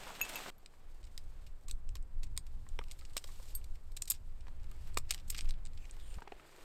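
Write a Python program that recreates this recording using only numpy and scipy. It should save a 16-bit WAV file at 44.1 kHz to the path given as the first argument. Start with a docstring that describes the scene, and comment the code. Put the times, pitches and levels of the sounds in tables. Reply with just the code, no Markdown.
"""Thin tent poles on an elastic cord are fitted together in a snowy forest: their ends tick and rattle as they
touch, and hiss as they slide into their sleeves. Blows ring the air in the tubes as hollow knocks. Before that,
a tent sheet is shaken out, rustling and flapping. Small metal pieces clink: first a dog's two tags, later a
buckle or pole ring. A jacket rustles and wind rumbles on the microphone; under the last dull knocks the wind
and the rustle change abruptly."""
import sys
import numpy as np
from scipy import signal
from scipy.fft import rfft, irfft
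from scipy.io import wavfile
from scipy.ndimage import uniform_filter1d

SR = 44100
rng = np.random.default_rng(int(sys.argv[2]) if len(sys.argv) > 2 else 0)


def store_pcm(level_fs):
    """Save levels as 16-bit WAV."""
    pcm = np.round(np.clip(level_fs, -1, 1) * 32767).astype(np.int16)
    wavfile.write(sys.argv[1], SR, np.atleast_2d(pcm).T)


N = 292824

# The tone of still forest air and microphone hiss. Each row: frequency in Hz, level in dB.
AIR_TONE = [(71, -24.5), (120, 0.5), (218, -5.5), (517, -7.5), (622, -9), (765, -10), (1080, -11.5),
            (2180, -20), (5860, -36), (8150, -32), (9810, -40), (15100, -34.5), (16400, -47.5)]
# The tone of wind on the microphone. Each row: frequency in Hz, level in dB.
WIND_TONE = [(4.7, -48), (8.0, -6), (16, 4.5), (27, -12.5), (72, -20), (236, -47.5), (350, -56), (460, -85),
             (770, -120)]
# How strong the wind is, one list for each stretch of time. 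Each row: time in seconds, level in dB.
WIND_LEVELS = [
    [(0, -53), (.21, -49.5), (.502, -60)],
    [(.5, -53), (.85, -51.5), (1.05, -44.5), (1.35, -42.5), (1.6, -50), (1.7, -36), (1.83, -38.5),
     (1.95, -34.5), (2.08, -42.5), (2.25, -32.5), (2.43, -40), (2.6, -35.5), (2.8, -40), (3.3, -42.5),
     (3.55, -38.5), (3.8, -42), (4.5, -38.5), (5, -34), (5.12, -38.5), (5.3, -33.5), (5.47, -32),
     (5.62, -39), (5.72, -34), (5.9, -45), (6.05, -41.5), (6.17, -48.5)],
    [(6.175, -41.5), (6.21, -55), (6.64, -55.5)],
]
# The rustling jacket, one list for each stretch of time.
# Each row: time in seconds, level in dB, extra treble in dB.
JACKET_MOVES = [
    [(.503, -79, 1.5), (.86, -72.5, -1), (1.25, -75.5, 3.5), (1.38, -68.5, -5), (1.64, -89, 11),
     (2.3, -81.5, 3), (2.7, -74, 0.5), (3.07, -71, 1.5), (3.3, -71, 9.5), (3.52, -70, 10), (3.56, -72, 4.5),
     (3.85, -85.5, 10), (4.11, -79, 3), (4.24, -79, 4), (4.6, -68.5, -7), (4.89, -65, -1.5),
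     (5.03, -74.5, -4), (5.15, -61.5, 0), (5.23, -70.5, -3), (5.41, -64, 2.5), (5.54, -68, -10),
     (5.7, -73, -1.5), (5.96, -66.5, -2.5), (6.174, -62.5, -4)],
    [(6.175, -68.5, 3.5), (6.249, -66, -12), (6.417, -62, -8), (6.64, -60, -4)],
]
# The tone of the jacket. Each row: frequency in Hz, level in dB.
JACKET_TONE = [(120, -20), (200, -16), (264, -18), (295, 5), (583, 1), (1220, -2), (4770, -4.5), (6060, -9),
               (8140, -4), (9970, -14), (13900, -11), (15500, -25.5), (16400, -48)]
# The shaken tent sheet. Each row: time in seconds, level in dB, extra treble in dB.
SHEET_MOVES = [(0, -50.5, -1.5), (.158, -53.5, 1), (.18, -52.5, -1), (.334, -50.5, 4.5), (.412, -46, -1),
               (.46, -58, 10), (.488, -42.5, -1.5), (.503, -48.5, 1)]
# The tone of the sheet. Each row: frequency in Hz, level in dB.
TENT_SHEET_TONE = [(59, -43), (100, -14), (600, -8), (901, -9), (1050, -11.5), (1160, -11), (3380, -14),
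                   (5890, -22), (8290, -18), (10000, -31.5), (13500, -25), (15400, -35), (16400, -48)]
# Folds whipping tight. Each row: start in seconds, level in dB, pitch in Hz, fade time in seconds.
# A fade time (t60 in the code) is how long a sound takes to drop by 60 dB.
SHEET_FLAPS = [(.014, -48, 2500, 0.011), (0.068, -46.5, 790, 0.074), (.09, -49, 855, 0.14),
               (.104, -43.5, 774, 0.055), (.152, -40.5, 3430, 0.0084), (0.209, -29.5, 1450, 0.0069),
               (0.292, -46.5, 8300, 0.077), (.402, -41, 900, 0.021), (0.46, -38.5, 1020, 0.034)]
# The modes (natural ringing notes) of small metal pieces, one list each: the dog's two tags,
# then a buckle or pole ring. Each row: pitch in Hz, level in dB, fade time in seconds.
METAL_MODES = [
    [(2625, 0.5, 0.11), (6514, -28, 0.064), (6745, -8.5, 0.083), (12100, -7, .046), (12600, -0.5, .044)],
    [(11600, -7, 0.031), (12340, -13, .035)],
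    [(4600, -13.5, 0.041), (8460, 0, .073), (12820, 4, 0.056), (12920, -15, .066)],
]
# Hits on those metal pieces, one list for each piece. Each row: start in seconds, level in dB,
# dB taken off the modes near 6600 Hz, level of the tick in dB, a factor that speeds up the fade.
METAL_HITS = [
    [(.2137, -28.5, -3, -42.5, 0.97), (.357, -36.5, 6, -45, 1.2)],
    [(.582, -53, 9, -68.5, 1.0)],
    [(3.551, -39, -1.5, -43.5, 0.92)],
]
# A pole end sliding in its sleeve, one list for each stroke. Each row: time in seconds, level in dB,
# tube pitch in Hz, rim pitch in Hz, rim level in dB compared with the tube.
POLE_SLIDES = [
    [(5.78, -70, 2600, 7500, -14), (5.82, -71.5, 2550, 7400, -6), (5.855, -65.5, 2460, 7500, -3),
     (5.87, -86, 2300, 7600, -6)],
    [(5.99, -71, 3560, 8800, -24.5), (6.02, -71, 3440, 8600, -1), (6.09, -71.5, 3030, 8700, 4),
     (6.155, -66.5, 2750, 8600, -3), (6.165, -88, 2800, 8600, -2)],
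]
# Hollow knocks. Each row: start in seconds, level in dB, pitch of the upper mode in Hz,
# level of the lower mode in dB compared with the upper.
POLE_KNOCKS = [(0.6298, -55, 710, 3), (0.7363, -55, 980, -17), (1.6856, -50, 1120, -20),
               (1.9558, -47.5, 1080, -19), (2.3757, -44, 1060, -26), (2.6659, -49.5, 1060, -14),
               (2.7901, -27.5, 930, 2), (2.813, -42, 1195, -22), (3.0185, -53, 1270, -22),
               (3.166, -32, 1140, 1), (3.244, -43, 1070, 8), (3.289, -48, 1090, -7),
               (3.3005, -53, 1050, -19), (3.3977, -50, 1026, 1), (3.42, -61, 940, -8),
               (4.102, -44, 1067, -22), (4.1166, -49, 1255, -24), (4.468, -48, 1030, -7),
               (4.4813, -47, 974, -9), (4.7146, -55, 1210, -11), (4.9722, -15, 1138, -8.5),
               (5.1095, -33.5, 1416, -6), (5.968, -54.5, 864, -9), (6.1845, -41, 880, -17),
               (6.1886, -44, 970, -15), (6.22, -36.5, 906, -6), (6.275, -34, 820, -1),
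               (6.3207, -33.5, 750, 0.3), (6.396, -49.5, 1290, -7)]
# The modes of a hand-held pole in five groups: low, lower middle, upper middle, treble and top.
# Each row: pitch in Hz, width in Hz (wider dies sooner), level in dB within its group.
POLE_MODES = [
    [(562, 230, -19), (1030, 340, 2), (1460, 1600, -0.5)],
    [(2340, 1220, 4.5), (3320, 1100, 0)],
    [(3786, 930, -0.5), (5310, 1370, -1)],
    [(7010, 1100, -1), (8284, 930, 2.5)],
    [(11580, 2100, 2), (12900, 1500, 3), (14800, 1300, -5)],
]
# The clearest ticks of the pole ends. Each row: start in seconds, level in dB,
# extra dB for the treble group, extra dB for the top group, fade time in seconds.
POLE_TICKS = [(.6601, -45.5, -1, -21, 0.011), (1.0286, -60, -3, -20, 0.025), (1.0396, -55.5, -2, -25, .023),
              (1.0507, -57.5, 3.5, -11, .012), (1.068, -59, -10, -15, .03), (1.177, -38, -2.5, -7.5, 0.014),
              (1.4632, -57, -5.5, -8, 0.064), (1.6821, -52, 7.5, -3, 0.03), (1.694, -50, -5, -8, 0.04),
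              (1.711, -40, 10.5, -5, 0.011), (1.89, -50.5, 0, -16, 0.011), (1.9533, -43, 0, -6.5, 0.022),
              (1.967, -50, -3, -19, 0.012), (2.0264, -65.5, 13, -10, .005), (2.2309, -46.5, -1, -13, 0.045),
              (2.3655, -52.5, 1, -7, 0.02), (2.3753, -31.5, 5, -7, 0.011), (2.4653, -57, -2, -8, 0.03),
              (2.6885, -54, 7.5, -6, 0.0045), (2.7899, -31.5, -16.5, -28, 0.0053),
              (2.8386, -49, -6, -9, 0.011), (2.8835, -55, -5, -11, 0.014), (2.9042, -50, -9, -14, .0068),
              (2.9116, -43.5, 3, -14, 0.02), (2.919, -40.5, 2, -6, 0.0053), (2.9882, -54.5, 2, -4, 0.042),
              (3.0115, -44.5, -13, -26, 0.0035), (3.0498, -52, -1.5, -22, 0.031),
              (3.1334, -57.5, 2, -11, 0.018), (3.1668, -32, -1, -2.5, 0.026), (3.177, -34, 2, -18, 0.017),
              (3.2403, -41, -5, -10, .019), (3.2707, -55.5, 1, -4, 0.063), (3.642, -50, -1, -4, 0.015),
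              (3.7524, -57, -9, -12, 0.037), (3.9173, -60, -1, -1, 0.025), (3.966, -43, 3.5, -5, 0.026),
              (3.971, -41, 3, -6, 0.018), (3.9827, -72, 9, 8, .011), (4.0203, -35, 8.5, -4, 0.017),
              (4.0549, -52.5, 12, -1, 0.01), (4.075, -45.5, 3.5, -4, 0.054), (4.1006, -39, 17.5, 16, .02),
              (4.1083, -36, 7, 13.5, .016), (4.117, -37, 9.5, -1, 0.019), (4.1362, -53, -2.5, -15, 0.089),
              (4.406, -59, -6, -31, 0.033), (4.4698, -53, -24, -30, .0056), (4.481, -55, -12.5, -25, 0.021),
              (4.7135, -55.5, 2, -1, 0.015), (4.8704, -59, -5, -5, 0.065), (4.944, -51, 2, -9, 0.0067),
              (4.9721, -28, 0.5, -7.5, 0.019), (4.9846, -41.5, 13, 7, 0.0053),
              (5.0912, -48, -7, -25, 0.058), (5.1069, -25.5, 2, -7, 0.025), (5.1234, -34, -9, -19, 0.007),
              (5.1377, -40, 0, -25, 0.0085), (5.1446, -34.5, -1, -10, 0.014), (5.178, -46, -8, -18, .011),
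              (5.187, -53, -11, -24, .016), (5.1973, -54.5, -8, -20, 0.04), (5.278, -62.5, 10.5, 3, 0.056),
              (5.2999, -37.5, 7.5, 4.5, 0.031), (5.3202, -53, -8, -12, .086), (5.345, -37, -13, -17, .035),
              (5.3634, -45, -2, -14, 0.022), (5.3731, -46.5, -3, -14, 0.057), (5.3801, -39.5, 2, -7, 0.025),
              (5.3888, -32, -8, -19, 0.013), (5.4085, -33, 3.5, -25, 0.0036), (5.415, -49, -5, -19, .013),
              (5.455, -49.5, -14, -25, 0.016), (5.4738, -58, -19, -16, .03),
              (5.488, -46.5, 0.5, -17, 0.039), (5.4969, -61, -7, -14, .028),
              (5.5077, -38.5, 4.5, -9, 0.0038), (5.538, -54, -16, -25, 0.02),
              (5.6525, -47.5, 4, -20, 0.0078), (5.6606, -49, 3, -22, 0.014), (5.6694, -51, -2, -25, 0.012),
              (5.7333, -58, 1, -26, 0.012), (5.774, -49.5, -9.5, -34, 0.023),
              (5.8522, -55, -10, -19, 0.023), (5.8972, -63, -3, -12, .02), (5.9107, -48, 9, -17, 0.0048),
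              (5.966, -50, -9, -12, 0.006), (5.9986, -51, -11, -12, 0.01), (6.141, -51.5, -5, -21, 0.029),
              (6.2207, -60.5, -5, -23, 0.051), (6.278, -44.5, -20, -29, .0074),
              (6.3197, -50, -37, -37, 0.015), (6.3976, -51, -32, -26, 0.0029)]


def gain_of(db):
    """Turns decibels into a number to multiply by."""
    return 10 ** (np.asarray(db) / 20)


def evened(x):
    """Scales a signal so that its average strength (rms) is 1."""
    return x / np.sqrt(np.mean(x ** 2) + 1e-20)


def add(mix, start_s, sound):
    """Adds a sound to the mix at its start time."""
    part = mix[..., round(start_s * SR):][..., :sound.shape[-1]]
    part += sound[..., :part.shape[-1]]


def coloured(x, tone):
    """Shapes a signal with a tone table and scales it to strength 1."""
    tone_hz, tone_db = np.transpose(tone)
    hz = np.fft.rfftfreq(len(x), 1 / SR)
    db = np.interp(np.log(hz + 1), np.log(tone_hz + 1), tone_db)
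    return evened(irfft(rfft(x) * gain_of(db), len(x)))


def resonate(x, hz, *widths_hz):
    """Keeps the sound near one pitch, which may glide; it filters once for each width given."""
    turn = np.exp(2j * np.pi * np.cumsum(hz * np.ones(len(x))) / SR)
    for width in widths_hz:
        decay = np.exp(-np.pi * width / SR)
        # shift the pitch down to zero, smooth, and shift back
        x = 2 * (turn * signal.lfilter([1 - decay], [1, -decay], x / turn + 1e-18)).real
    return x


def ring(drive, modes):
    """Lets a signal ring a group of modes; white noise comes out as strong as it went in."""
    click = np.eye(1, 1024)[0]
    response = sum((-1) ** k * gain_of(db) * resonate(click, hz, width, 2 * width)
                   for k, (hz, width, db) in enumerate(modes))
    return signal.oaconvolve(drive, response / np.linalg.norm(response))[:N]


def curves(rows):
    """Joins a table's rows with straight lines; gives the sample times and a curve for each column."""
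    times, *columns = np.transpose(rows)
    t = np.arange(max(times[0], 0), times[-1], 1 / SR)
    t = t[:N - round(t[0] * SR)]
    return t, [np.interp(t, times, column) for column in columns]


def during(x, t):
    """The part of a signal that falls on the sample times t."""
    return x[round(t[0] * SR):][:len(t)]


def lows(x, hz):
    """Keeps the sound below a frequency."""
    return signal.sosfiltfilt(signal.butter(2, hz, fs=SR, output="sos"), x)


def flicker(noise, depth_db, samples):
    """Smooths noise into a wandering volume; more samples make it wander more slowly."""
    return gain_of(depth_db * evened(uniform_filter1d(noise, samples)))


def still_air():
    """Quiet forest air and microphone hiss make a steady bed of noise."""
    return gain_of(-70) * coloured(rng.standard_normal(N), AIR_TONE)


def forest_echo(x, t60=0.08):
    """Sound scatters briefly off the body, the snow and the nearest trunks."""
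    t = np.arange(8000) / SR
    tail = rng.standard_normal(len(t)) * gain_of(-60 * t / t60) * (t > .002)
    return signal.oaconvolve(x, tail / np.linalg.norm(tail))[:N]


def wind(lump_s=.07, lump_db=3.6, fade_s=.003):
    """Swirling air rumbles on the microphone in lumps; strong gusts also grow a faster flutter."""
    out = np.zeros(N)
    swirl = coloured(rng.standard_normal(N), WIND_TONE)
    rumble = lows(swirl, hz=60)
    flutter = swirl - rumble
    rumble /= np.sqrt(uniform_filter1d(rumble ** 2, 5000) + .1)  # steadied, so the gusts set the level
    lump_samples = round(lump_s * SR)
    rumble *= flicker(uniform_filter1d(rng.standard_normal(N), lump_samples), lump_db, lump_samples)
    for rows in WIND_LEVELS:
        t, (level_db,) = curves(rows)
        flutter_db = level_db + 0.11 * (level_db + 38.5)
        gust = gain_of(level_db) * during(rumble, t) + gain_of(flutter_db) * during(flutter, t)
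        fade = np.clip(np.minimum(t - t[0], t[-1] - t) / fade_s, 0, 1)
        add(out, t[0], fade * gust)
    return out


def cloth(moves, tone, snaps_per_s, spread_db, snap_share, flicker_db, split_hz):
    """Fibres hiss as they rub; creases snap at random, a few of them loudly."""
    sizes = gain_of(spread_db * np.minimum(rng.exponential(1, N), 4))
    snaps = sizes * (rng.random(N) < snaps_per_s / SR)
    creases = rng.standard_normal(N) * signal.lfilter([1], [1, -.94], snaps)  # about a millisecond each
    rustle = coloured(snap_share * evened(creases) + (1 - snap_share) * rng.standard_normal(N), tone)
    low = lows(rustle, split_hz)
    # coarse folds and fine weave swell at their own moments
    folds, weave = flicker(rng.standard_normal((2, N)), flicker_db, samples=700)
    low, high = folds * low, weave * (rustle - low)
    out = np.zeros(N)
    for rows in moves:
        t, (level_db, treble_db) = curves(rows)
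        add(out, t[0], gain_of(level_db) * (during(low, t) + gain_of(treble_db) * during(high, t)))
    return out


def sheet_flaps(rise_s=0.00031):
    """Folds of the sheet whip tight, each making a short puff of noise around one pitch."""
    out, t = np.zeros(N), np.arange(2000) / SR
    for start_s, db, hz, t60 in SHEET_FLAPS:
        puff = evened(resonate(rng.standard_normal(len(t)), hz, hz, hz))
        rise = 1 - np.exp(-t / rise_s)
        add(out, start_s, gain_of(db - 60 * t / t60) * rise * puff)
    return out


def metal_clinks(tick_t60=0.012):
    """Small metal pieces hit with a sharp tick, then ring freely and die away."""
    out, ticks, t = np.zeros(N), np.zeros(N), np.arange(6000) / SR
    for modes, hits in zip(METAL_MODES, METAL_HITS):
        for start_s, db, lost_db, tick_db, damping in hits:
            for hz, mode_db, t60 in modes:
                nearness = np.exp(-(np.log(hz / 6600) / 0.46) ** 2)
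                level_db = db + mode_db - lost_db * nearness - 60 * damping * t / t60
                note = np.sin(2 * np.pi * (hz * t + rng.random()))
                add(out, start_s, gain_of(level_db) * note)
            add(ticks, start_s, gain_of(tick_db - 60 * t / tick_t60) * rng.standard_normal(len(t)))
    upper_middle, treble, top = POLE_MODES[2:]  # the ticks share the pole's bright tone
    return out + ring(ticks, treble) + .5 * ring(ticks, upper_middle) + 0.31 * ring(ticks, top)


def pole_slides():
    """Rubbing noise sings in the air of the tube and whistles at the rim of the sleeve."""
    out = np.zeros(N)
    for rows in POLE_SLIDES:
        t, (level_db, tube_hz, rim_hz, rim_db) = curves(rows)
        rub = rng.standard_normal(len(t)) * flicker(rng.standard_normal(len(t)), depth_db=2.6, samples=200)
        tube = evened(resonate(rub, tube_hz, 320))
        rim = evened(resonate(rub, rim_hz, 250, 400) + 0.43 * resonate(rub, 0.84 * rim_hz, 400))
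        add(out, t[0], gain_of(level_db) * (tube + gain_of(rim_db) * rim))
    return out


def pole_knocks(rise_s=0.00066, lower_rise_s=0.0013):
    """A blow rings the air in a hollow tube: one mode, and another about an octave below it."""
    out, t = np.zeros(N), np.arange(3000) / SR
    for start_s, db, hz, lower_db in POLE_KNOCKS:
        t60 = 0.025 * 2 ** ((-46 - db) / 22.5)  # a harder blow is gripped tighter and dies sooner
        upper = np.sin(2 * np.pi * hz * t) * gain_of(-60 * t / t60)
        lower = np.sin(2 * np.pi * 0.522 * hz * t) * gain_of(lower_db - 60 * t / (0.91 * t60))
        lower *= 1 - np.exp(-t / lower_rise_s)  # swells a little later
        # the loose joint roughens the ring
        rattle = 1 + 0.83 * evened(resonate(rng.standard_normal(len(t)), 640, 1100, 1100))
        rough = upper * rattle * np.linalg.norm(upper) / np.linalg.norm(upper * rattle)
        blow = (1 - np.exp(-t / rise_s)) * (rough + lower)
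        add(out, start_s, gain_of(db - max(lower_db, 0)) * blow)
    return out


def faint_ticks(count=14, start_s=2.2, end_s=6.15):
    """Handling the poles makes faint ticks by chance; gives rows like those of POLE_TICKS."""
    return [(rng.uniform(start_s, end_s), -66 + rng.uniform(-4.2, 4.2), -18 + rng.uniform(-20, 20), -11, .03)
            for _ in range(count)]


def pole_ticks():
    """Pole ends meet in a quick chatter of tiny contacts that rings the pole's five groups of modes."""
    t, drives = np.arange(2048) / SR, np.zeros((5, N))
    for start_s, db, treble_db, top_db, t60 in POLE_TICKS + faint_ticks():
        rise = 1 - np.exp(-t / (0.04 * t60))  # long chatters start softly
        shape = rise * gain_of(-60 * t / t60)
        clumps = flicker(rng.standard_normal(len(t)), depth_db=2.4, samples=25)  # contacts bunch up
        chatter = rng.standard_normal((5, len(t))) * shape * clumps
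        chatter *= np.linalg.norm(shape) / np.linalg.norm(chatter, axis=1, keepdims=True)
        lean_db = 0.3 * treble_db  # hard, bright contacts favour the upper middle, padded ones the lower
        group_db = np.array([-16, -4.5 - lean_db, lean_db, treble_db, top_db])
        add(drives, start_s, gain_of(db + group_db[:, None]) * chatter)
    return sum(ring(drive, modes) for drive, modes in zip(drives, POLE_MODES))


def scene():
    """Mixes everything into one channel; only the ticks, clinks and knocks get an echo."""
    hits = pole_ticks() + metal_clinks()
    knocks = pole_knocks()
    sheet = cloth([SHEET_MOVES], TENT_SHEET_TONE, snaps_per_s=550, spread_db=2.5,
                  snap_share=0.37, flicker_db=1.5, split_hz=1000)
    jacket = cloth(JACKET_MOVES, JACKET_TONE, snaps_per_s=150, spread_db=4.5,
                   snap_share=0.24, flicker_db=1.8, split_hz=2800)
    air = still_air()
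    echo = gain_of(-14.5) * forest_echo(hits + gain_of(-1) * knocks)
    return (hits + knocks + echo + pole_slides() + sheet + sheet_flaps() + jacket + air + wind())[None]


def record(dry):
    """Takes away the very highest treble, above 16300 Hz."""
    low_pass = signal.firwin(511, 16300, window=("kaiser", 9), fs=SR)
    return signal.oaconvolve(dry, low_pass[None], "same")


dry = scene()
out = record(dry)
store_pcm(out)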